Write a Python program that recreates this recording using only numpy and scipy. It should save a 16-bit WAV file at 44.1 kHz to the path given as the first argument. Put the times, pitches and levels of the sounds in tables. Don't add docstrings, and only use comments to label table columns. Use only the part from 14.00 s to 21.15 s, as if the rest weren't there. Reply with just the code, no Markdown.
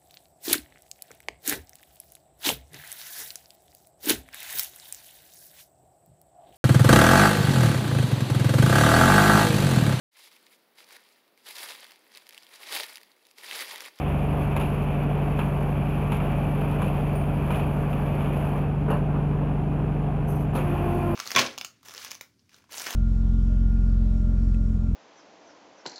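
import sys
import numpy as np
from scipy import signal
from scipy.fft import rfft, irfft, next_fast_len
from scipy.io import wavfile

SR = 44100
rng = np.random.default_rng(int(sys.argv[2]) if len(sys.argv) > 2 else 0)


def store_wav(level_fs):
    pcm = np.round(np.clip(np.atleast_2d(level_fs), -1, 1) * 32767)
    wavfile.write(sys.argv[1], SR, pcm.T.astype(np.int16))


def nominal_scale(level):
    x = np.asarray(level, float) / 20
    return 10 ** x


N = 315315
TIME = np.arange(N) / SR

# multiple of the engine cycle, level in dB.
EXHAUST_ORDERS = [(1, -29), (4, -3.5), (5, -30.5), (6, -11), (7, -10), (8, -9.5), (9, -11.5), (10, -15),
                  (11, -17.5), (12, 2.5), (14, -11.5), (15, -10), (16, -9), (17, -25), (18, -11),
                  (19, -15.5), (20, -13), (21, -32.5), (22, -29.5), (23, -26.5), (24, -14), (25, -29.5),
                  (27, -30.5), (28, -23.5), (29, -35.5), (30, -23.5), (31, -33), (32, -22), (34, -23),
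                  (36, -35.5)]
# multiple, dB per Hz of firing rate.
ORDER_SLIDES = [(8, -2.2), (10, 3.5), (14, 0.5), (15, -0.2), (20, -2)]
# multiple, dB per Hz.
ORDER_DETUNES = [(4, 0.5), (12, 1.5)]
# frequency in Hz, density in dB per Hz.
ROAR_SPECTRUM = [(200, -10.5), (290, 4), (348, -11), (400, 0), (520, -8), (730, -6), (1000, -13.5),
                 (1400, -20), (1650, -22), (1950, -29.5), (2550, -24.5), (3000, -32), (3500, -40.5),
                 (4200, -59.5)]
# frequency in Hz, level in dB.
GEAR_LINES = [(425.3, -50.5), (570.6, -53), (726.7, -53.5), (1146, -58.5), (1405, -64.5), (2320, -62.5),
              (2595, -74), (6869, -95)]
# multiple of the growl pitch, level in dB.
GROWL_HARMONICS = [(1, 0), (2, -5), (3, -11.5), (4, -20), (5, -28), (7, -22), (10, -37)]
# time in seconds, pressure in dB.
PRESSURE = [(0, 1.1), (.7, 1.1), (1.5, -0.1), (2.3, 0.7), (3.2, 0.5), (3.6, .1), (4.0, -0.5), (4.3, 0.5),
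            (4.6, -1.5), (6.55, -0.4), (7.15, -1.8)]
# frequency in Hz, density in dB per Hz.
STONE_SPECTRUM = [(3600, -28), (4070, -10), (4660, -8), (5100, -15), (6640, -12.5), (7930, -17.5),
                  (9590, -11), (10200, -5), (10700, 3), (11400, -1), (12500, -3.5), (14900, -9),
                  (15600, -2)]
# frequency in Hz, density in dB per Hz.
BORE_SPECTRUM = [(1000, -11), (1700, -15.5), (2080, -4), (2370, 1.5), (2510, 4), (3400, -10.5), (3690, -19),
                 (4200, -32), (5460, -49), (9240, -120)]
# frequency in Hz, density in dB per Hz.
BLOCK_SPECTRUM = [(190, -32.5), (320, -4.5), (419, -2.5), (452, -46), (473, -4.5), (705, -2), (1120, -9.5),
                  (1740, -18.5), (2000, -21), (2600, -60.5), (4400, -120)]
# frequency in Hz, density in dB per Hz.
SHOP_SPECTRUM = [(2240, -34.5), (3800, -6.5), (4750, -9), (5310, -12), (7340, -12.5), (7470, -13.5),
                 (8920, -17), (10100, -9.5), (10800, -3.5), (13000, -17.5), (15500, -19.5)]
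# frequency in Hz, level in dB.
SHOP_LINES = [(3500, -84), (7000, -90)]
# start in seconds, thud in dB, clatter in dB, T60 in seconds.
KNOCKS = [(0.564, -22.5, -42, 0.083), (0.571, -32, -43.5, 0.088), (0.594, -25.5, -41.5, 0.49),
          (0.869, -42, -66, 0.28), (1.389, -22, -45.5, 0.3), (2.119, -23, -40.5, 0.15),
          (2.143, -38, -45, 0.21), (2.2, -28, -54, 0.32), (2.711, -44, -49.5, 0.15),
          (2.818, -24.5, -41.5, 0.2), (2.843, -45, -48, .2), (3.505, -23.5, -43.5, 0.28),
          (3.545, -31, -48, 0.39), (3.93, -36, -51, 0.16), (4.205, -28, -47, 0.39), (4.353, -43, -49, 0.5),
          (4.88, -25, -58, 0.34), (4.901, -25, -48.5, 0.25), (4.921, -29, -58.5, 0.5),
          (5.14, -27.5, -62, 0.49), (6.206, -45, -70.5, 0.26), (6.532, -28.5, -48, 0.36),
          (6.551, -26.5, -41, 0.27), (6.574, -29, -50, 0.15)]
# frequency in Hz, density in dB per Hz.
THUD_SPECTRUM = [(110, -9.5), (200, 1), (450, -3), (750, -3), (1200, -4), (1800, -14)]
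# frequency in Hz, density in dB per Hz.
CLATTER_SPECTRUM = [(3500, 0), (4500, -7), (5600, -12), (6500, -12.5), (6900, -5.5), (7300, -12.5),
                    (8500, -13.5), (10700, 6.5), (12500, -3.5), (15500, -9)]
# frequency in Hz, level in dB, T60 in seconds.
BLOCK_MODES = [(189, 12, 0.38), (268, -3, 0.24), (427, 0.5, 0.087), (544, -3, 0.18), (720, -3, 0.037),
               (948, 9.5, 0.055), (1090, 0, 0.11), (1257, -23, 0.055), (1420, -7, .07)]
# frequency in Hz, level in dB, T60 in seconds.
TOOL_MODES = [(2480, -19, 0.088), (2600, -18.5, 0.1), (2780, 1.5, 0.27), (3570, -2, 0.058),
              (4410, -15.5, .08)]
# start in seconds, peak in dB, block in Hz, tool in Hz.
RINGS = [(0.563, -23.5, 1090, 2470), (0.622, -28, 840, 2580), (1.39, -34, 567, 2450),
         (2.119, -37, 800, 2610), (2.817, -27, 620, 2600), (3.505, -17, 624, 2430), (3.562, -23, 683, 2470),
         (4.235, -32, 684, 2490), (4.902, -21.5, 520, 2910), (4.924, -18, 587, 2650),
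         (6.55, -22, 960, 2570), (6.574, -23, 512, 2480)]
# start in seconds, level in dB, frequency in Hz.
JINGLES = [(.622, -68, 6860), (2.135, -62, 6900), (3.56, -70, 6900), (4.885, -29.5, 434), (4.9, -34, 577),
           (4.905, -37, 720), (4.91, -45, 1034), (4.905, -64, 4410), (4.935, -61, 4410),
           (4.916, -40.5, 2780), (4.94, -46, 2810), (6.283, -64, 6200), (6.287, -46, 11400),
           (6.29, -58, 15100), (6.30, -54, 10190), (6.315, -62, 13400), (6.354, -56, 9500),
           (6.354, -52, 12580), (6.40, -61, 11500), (6.42, -62, 13600), (6.50, -69, 7100),
           (6.535, -58, 15100), (6.553, -58, 4200), (6.553, -58, 5960), (6.556, -53, 11300),
           (6.565, -60, 14400), (6.58, -57, 6740)]
# start in seconds, level in dB.
PIN_BLOW = (3.155, -48.5)
# frequency in Hz, level in dB, T60 in seconds.
PIN_MODES = [(4743, -20, .15), (5600, -14, .015), (7400, -12, .015), (9502, 0, .36), (9690, -12, .12),
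             (10500, 2, .015), (12500, -2, .015), (15030, -3, .2)]
# start in seconds, level in dB, hold in seconds.
SHUFFLES = [
    (6.267, -54, 0.042),
    (6.34, -59.5, .02),
    (6.385, -62, .03),
]
# frequency in Hz, density in dB per Hz.
HOLDER_SPECTRUM = [(2650, -47), (4500, -21), (5400, -23), (6210, -12), (6780, -23), (8390, -19.5),
                   (9210, -17.5), (11000, -3), (15600, -16)]

STOP_S, COAST_S = 4.59, 0.15
RESTART_S, BITE_S = 6.545, 0.03
LOADED_HZ, IDLE_HZ, STALLED_HZ = 145.5, 147.55, 141.2
RECOVER_S, SAG_S = 0.36, 0.29
FIRINGS_PER_CYCLE = 12
DRONE_DB, FADE_IN_DB, FADE_IN_S = -24.5, -5.5, 0.032
BOOM_DB, BOOM_END_S = 8.5, 0.86
ROAR_DB, UNDER_DB = -35.5, -37.5
GEARS_DB = 3.5
GROWL_DB, GROWL_SWELL_S = -29.5, 0.1
GROWL_LOW_HZ, GROWL_HZ_PER_HZ = 344.5, 1.9
HISS_DB, BORE_DB, RUMBLE_DB = -58.5, -49, -37.5
HISS_FOLLOWS, BORE_FOLLOWS, RUMBLE_FOLLOWS = 0.2, 2.7, 0.1
HISS_DIES = 1.8
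TIGHT_DB, TIGHT_RUMBLE_DB = 2.8, 1
BORE_HUM_DB, BLOCK_HUM_DB = -57.5, -44.5
FLUTTER_DB, FLUTTER_PER_S = 0.8, 25
SHOP_DB = -68
BORE_SHARE, BORE_LIFT_DB, BORE_REST_DB = 0.37, -0.5, -8
HARD_T60_S, HARD_RISE_S, SOFT_RISE = 0.28, 0.0006, 0.04
RATTLE_DB, RATTLE_PER_S = 2.8, 70
BLOCK_RING_DB, TOOL_RING_DB = -10.5, -27
RING_T60_S, RING_SLOPE = 0.11, 0.36
SHIFT_S, SETTLE_DB_PER_S = 0.016, 330


def rms_one(x):
    return x / np.sqrt(np.mean(x ** 2) + 1e-20)


def since(s):
    return np.maximum(TIME - s, 0)


def drift(rate):
    r = np.exp(-80 * np.pi * rate / SR)
    slow = signal.lfilter([1], [1, -2 * r, r * r], rng.standard_normal(N // 40 + 2002))[2000:]
    return np.interp(np.arange(N) / 40, np.arange(len(slow)), rms_one(slow))


def coloured(spectrum, patchy_db, count=6):
    size = next_fast_len(N)
    pitch = np.log(np.maximum(np.fft.rfftfreq(size, 1 / SR), 1))
    hz, level_db = np.transpose(spectrum)
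    at = np.log(hz)
    outside = np.maximum(at[0] - pitch, 0) + np.maximum(pitch - at[-1], 0)
    gain = nominal_scale(np.interp(pitch, at, level_db) - 82 * outside)
    whole = rfft(rng.standard_normal(size)) * gain
    centres, together = np.linspace(at[0], at[-1], count), drift(3.9)
    out = np.zeros(N)
    for row in np.eye(count):
        band = irfft(whole * np.interp(pitch, centres, row), size)[:N]
        out += band * nominal_scale(patchy_db * (1.1 * together + drift(5.4)))
    return rms_one(out)


def grit(depth_db):
    return nominal_scale(depth_db * np.minimum(rng.exponential(1, N // 64 + 1), 4)).repeat(64)[:N]


def struck(events, modes, spread_db):
    at, blow_db = np.transpose(events)
    chance = rng.standard_normal((len(at), len(modes)))
    out = np.zeros(N)
    for k, (hz, level_db, t60) in enumerate(modes):
        clicks = np.full(N, 1e-18)
        sign = (-1) ** k
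        clicks[(at * SR).astype(int)] = sign * nominal_scale(blow_db + level_db + spread_db * chance[:, k])
        r, w = nominal_scale(-60 / (t60 * SR)), 2 * np.pi * hz / SR
        out += signal.lfilter([0, np.sin(w)], [1, -2 * r * np.cos(w), r * r], clicks)
    return out


def spinning():
    return np.clip(1 - since(STOP_S) / COAST_S, 0, 1), np.clip(since(RESTART_S) / BITE_S, 0, 1)


def firing_rate():
    relief = (IDLE_HZ - LOADED_HZ) * (1 - np.exp(-since(STOP_S) / RECOVER_S))
    sag = (IDLE_HZ - STALLED_HZ) * (1 - np.exp(-since(RESTART_S) / SAG_S))
    return LOADED_HZ + relief - sag


def generator():
    firing_hz = firing_rate()
    off_hz = firing_hz - LOADED_HZ
    boom_db = BOOM_DB * np.clip(1 - (TIME / BOOM_END_S) ** 2, 0, 1)
    cycles = np.cumsum(firing_hz) / FIRINGS_PER_CYCLE / SR
    drone = np.zeros(N)
    for k, load_db in EXHAUST_ORDERS:
        level_db = load_db + dict(ORDER_SLIDES).get(k, 0) * off_hz + boom_db * (k == 6)
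        level_db += dict(ORDER_DETUNES).get(k, 0) * np.minimum(off_hz, 0)
        waver_db = np.clip(0.12 * (k - 10), 0.5, 2) * drift(2)
        lag = 0.137 * k * k
        phase = 2 * np.pi * (k * cycles + lag) + 0.025 * k * drift(0.79)
        drone += nominal_scale(level_db + waver_db) * np.sin(phase)
    drone_db = DRONE_DB + 0.46 + FADE_IN_DB * np.exp(-TIME / FADE_IN_S)

    pulse = 1 + 0.15 * np.cos(24 * np.pi * cycles)
    pulse += 0.2 * np.cos(8 * np.pi * cycles) + 0.08 * np.cos(4 * np.pi * cycles)
    high_pass = signal.butter(2, 260, "high", fs=SR, output="sos")
    roar = rms_one(signal.sosfilt(high_pass, coloured(ROAR_SPECTRUM, patchy_db=0.72)))
    under = coloured([(40, -12), (62, 0), (85, 0), (130, -4), (300, -8)], patchy_db=0.4, count=2)
    engine = nominal_scale(drone_db) * rms_one(drone) + pulse * nominal_scale(ROAR_DB) * roar + nominal_scale(UNDER_DB) * under
    return engine, pulse


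def drill():
    gears = np.zeros(N)
    for hz, level_db in GEAR_LINES:
        wander = (1.2 + hz / 1100) * drift(3)
        gears += nominal_scale(level_db + 3 + 2.0 * drift(3)) * np.sin(2 * np.pi * hz * TIME + wander)

    growl_hz = GROWL_LOW_HZ + GROWL_HZ_PER_HZ * (firing_rate() - STALLED_HZ)
    turns, judder = np.cumsum(growl_hz) / SR, drift(25)
    growl = np.zeros(N)
    for k, level_db in GROWL_HARMONICS:
        phase = k * 2 * np.pi * turns + 0.38 * k ** 0.55 * judder
        growl += nominal_scale(level_db + 2.5 * drift(20)) * np.sin(phase)
    swell = 1 - np.exp(-since(RESTART_S) / GROWL_SWELL_S)
    return gears * nominal_scale(GEARS_DB) * spinning()[0] + nominal_scale(GROWL_DB) * swell * growl


def hone(pulse):
    pressure_db = np.interp(TIME, *np.transpose(PRESSURE))
    first, again = spinning()
    first = first * nominal_scale(FLUTTER_DB * drift(FLUTTER_PER_S))
    scrape = first ** HISS_DIES + nominal_scale(TIGHT_DB) * again
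    rub = first + nominal_scale(TIGHT_DB) * again
    grind = first + nominal_scale(TIGHT_RUMBLE_DB) * again

    hiss = rms_one(coloured(STONE_SPECTRUM, patchy_db=0.7) * grit(depth_db=1.2)) * pulse ** 0.4
    bore = coloured(BORE_SPECTRUM, patchy_db=0.7, count=3)
    block = coloured(BLOCK_SPECTRUM, patchy_db=-0.35, count=4)
    hiss_gain = nominal_scale(HISS_DB + HISS_FOLLOWS * pressure_db) * scrape
    bore_gain = np.hypot(nominal_scale(BORE_DB + BORE_FOLLOWS * pressure_db) * rub, nominal_scale(BORE_HUM_DB))
    block_gain = np.hypot(nominal_scale(RUMBLE_DB + RUMBLE_FOLLOWS * pressure_db) * grind, nominal_scale(BLOCK_HUM_DB))
    return hiss_gain * hiss + bore_gain * bore + block_gain * block


def workshop():
    whine = np.zeros(N)
    for hz, level_db in SHOP_LINES:
        whine += nominal_scale(level_db + 4 * drift(8)) * np.sin(2 * np.pi * hz * TIME + 2 * drift(6))
    return nominal_scale(SHOP_DB) * coloured(SHOP_SPECTRUM, patchy_db=0.2) + whine


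def knocks():
    at, thuds_db, hisses_db, t60s = np.transpose(KNOCKS)
    at_rest = (at > STOP_S) & (at < RESTART_S + BITE_S / 2)
    bores_db = thuds_db + BORE_SHARE * (hisses_db - thuds_db) + BORE_LIFT_DB + BORE_REST_DB * at_rest
    block = struck(np.transpose([at, thuds_db - 16.5]), BLOCK_MODES, spread_db=1.0)
    tool = struck(np.transpose([at, bores_db - 24.5]), TOOL_MODES, spread_db=7.5)
    out = signal.sosfilt(signal.butter(4, 2200, fs=SR, output="sos"), block)
    out += signal.sosfilt(signal.butter(6, 4200, fs=SR, output="sos"), tool)

    spectra = (THUD_SPECTRUM, BORE_SPECTRUM, CLATTER_SPECTRUM)
    tails = [coloured(s, patchy_db=0.4, count=3) for s in spectra]
    tails[1:] = [rms_one(tail * nominal_scale(RATTLE_DB * drift(RATTLE_PER_S))) for tail in tails[1:]]
    for s, thud_db, bore_db, hiss_db, t60 in zip(at, thuds_db, bores_db, hisses_db, t60s):
        i = int(s * SR)
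        age = TIME[:SR // 2][:N - i]
        rise_s = HARD_RISE_S + SOFT_RISE * max(t60 - HARD_T60_S, 0)
        slap = 1 + 1.3 * np.exp(-age / 0.0028)
        fall = (1 - np.exp(-age / rise_s)) * slap * nominal_scale(-60 * age / max(t60, 0.02))
        for tail, level_db in zip(tails, (thud_db - 7.0, bore_db - 6.5, hiss_db - 6)):
            out[i:i + len(age)] += nominal_scale(level_db) * fall * tail[i:i + len(age)]
    return out


def add_partial(out, s, level_db, hz):
    i, t60 = int(s * SR), RING_T60_S * (10000 / hz) ** RING_SLOPE
    age = TIME[:SR // 2][:N - i]
    pair = np.sin(2 * np.pi * hz * age)
    pair += 0.6 * np.sin(2 * np.pi * (1.025 * hz * age + rng.random()))
    envelope = nominal_scale(level_db - 60 * age / max(t60, 0.02)) * (1 - np.exp(-age / 0.001))
    out[i:i + len(age)] += envelope * pair


def rings():
    out = np.zeros(N)
    for s, peak_db, block_hz, tool_hz in RINGS:
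        add_partial(out, s, peak_db + BLOCK_RING_DB, block_hz)
        add_partial(out, s, peak_db + TOOL_RING_DB, tool_hz)
    for s, level_db, hz in JINGLES:
        add_partial(out, s, level_db, hz)
    return out


def pin():
    return struck([PIN_BLOW], PIN_MODES, spread_db=0)


def holder():
    gain = np.zeros(N)
    for s, level_db, hold_s in SHUFFLES:
        rise = np.clip(since(s) / SHIFT_S, 0, 1) ** 2
        gain += rise * nominal_scale(level_db - SETTLE_DB_PER_S * since(s + SHIFT_S + hold_s))
    return gain * rms_one(coloured(HOLDER_SPECTRUM, patchy_db=1.6) * grit(depth_db=2.2))


def scene():
    engine, pulse = generator()
    steel = knocks() + rings() + pin() + holder()
    return (engine + drill() + hone(pulse) + workshop() + steel)[None]


def low_pass(x):
    return signal.sosfilt(signal.butter(12, 15710, fs=SR, output="sos"), x)


def record(dry):
    mix = signal.sosfilt(signal.butter(3, 34, "high", fs=SR, output="sos"), dry)
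    mix = 0.4 * np.tanh(mix / 0.4)
    mix = signal.sosfilt(signal.cheby2(12, 60, 16400, fs=SR, output="sos"), mix)
    return low_pass(mix)


dry = scene()
out = record(dry)
store_wav(out)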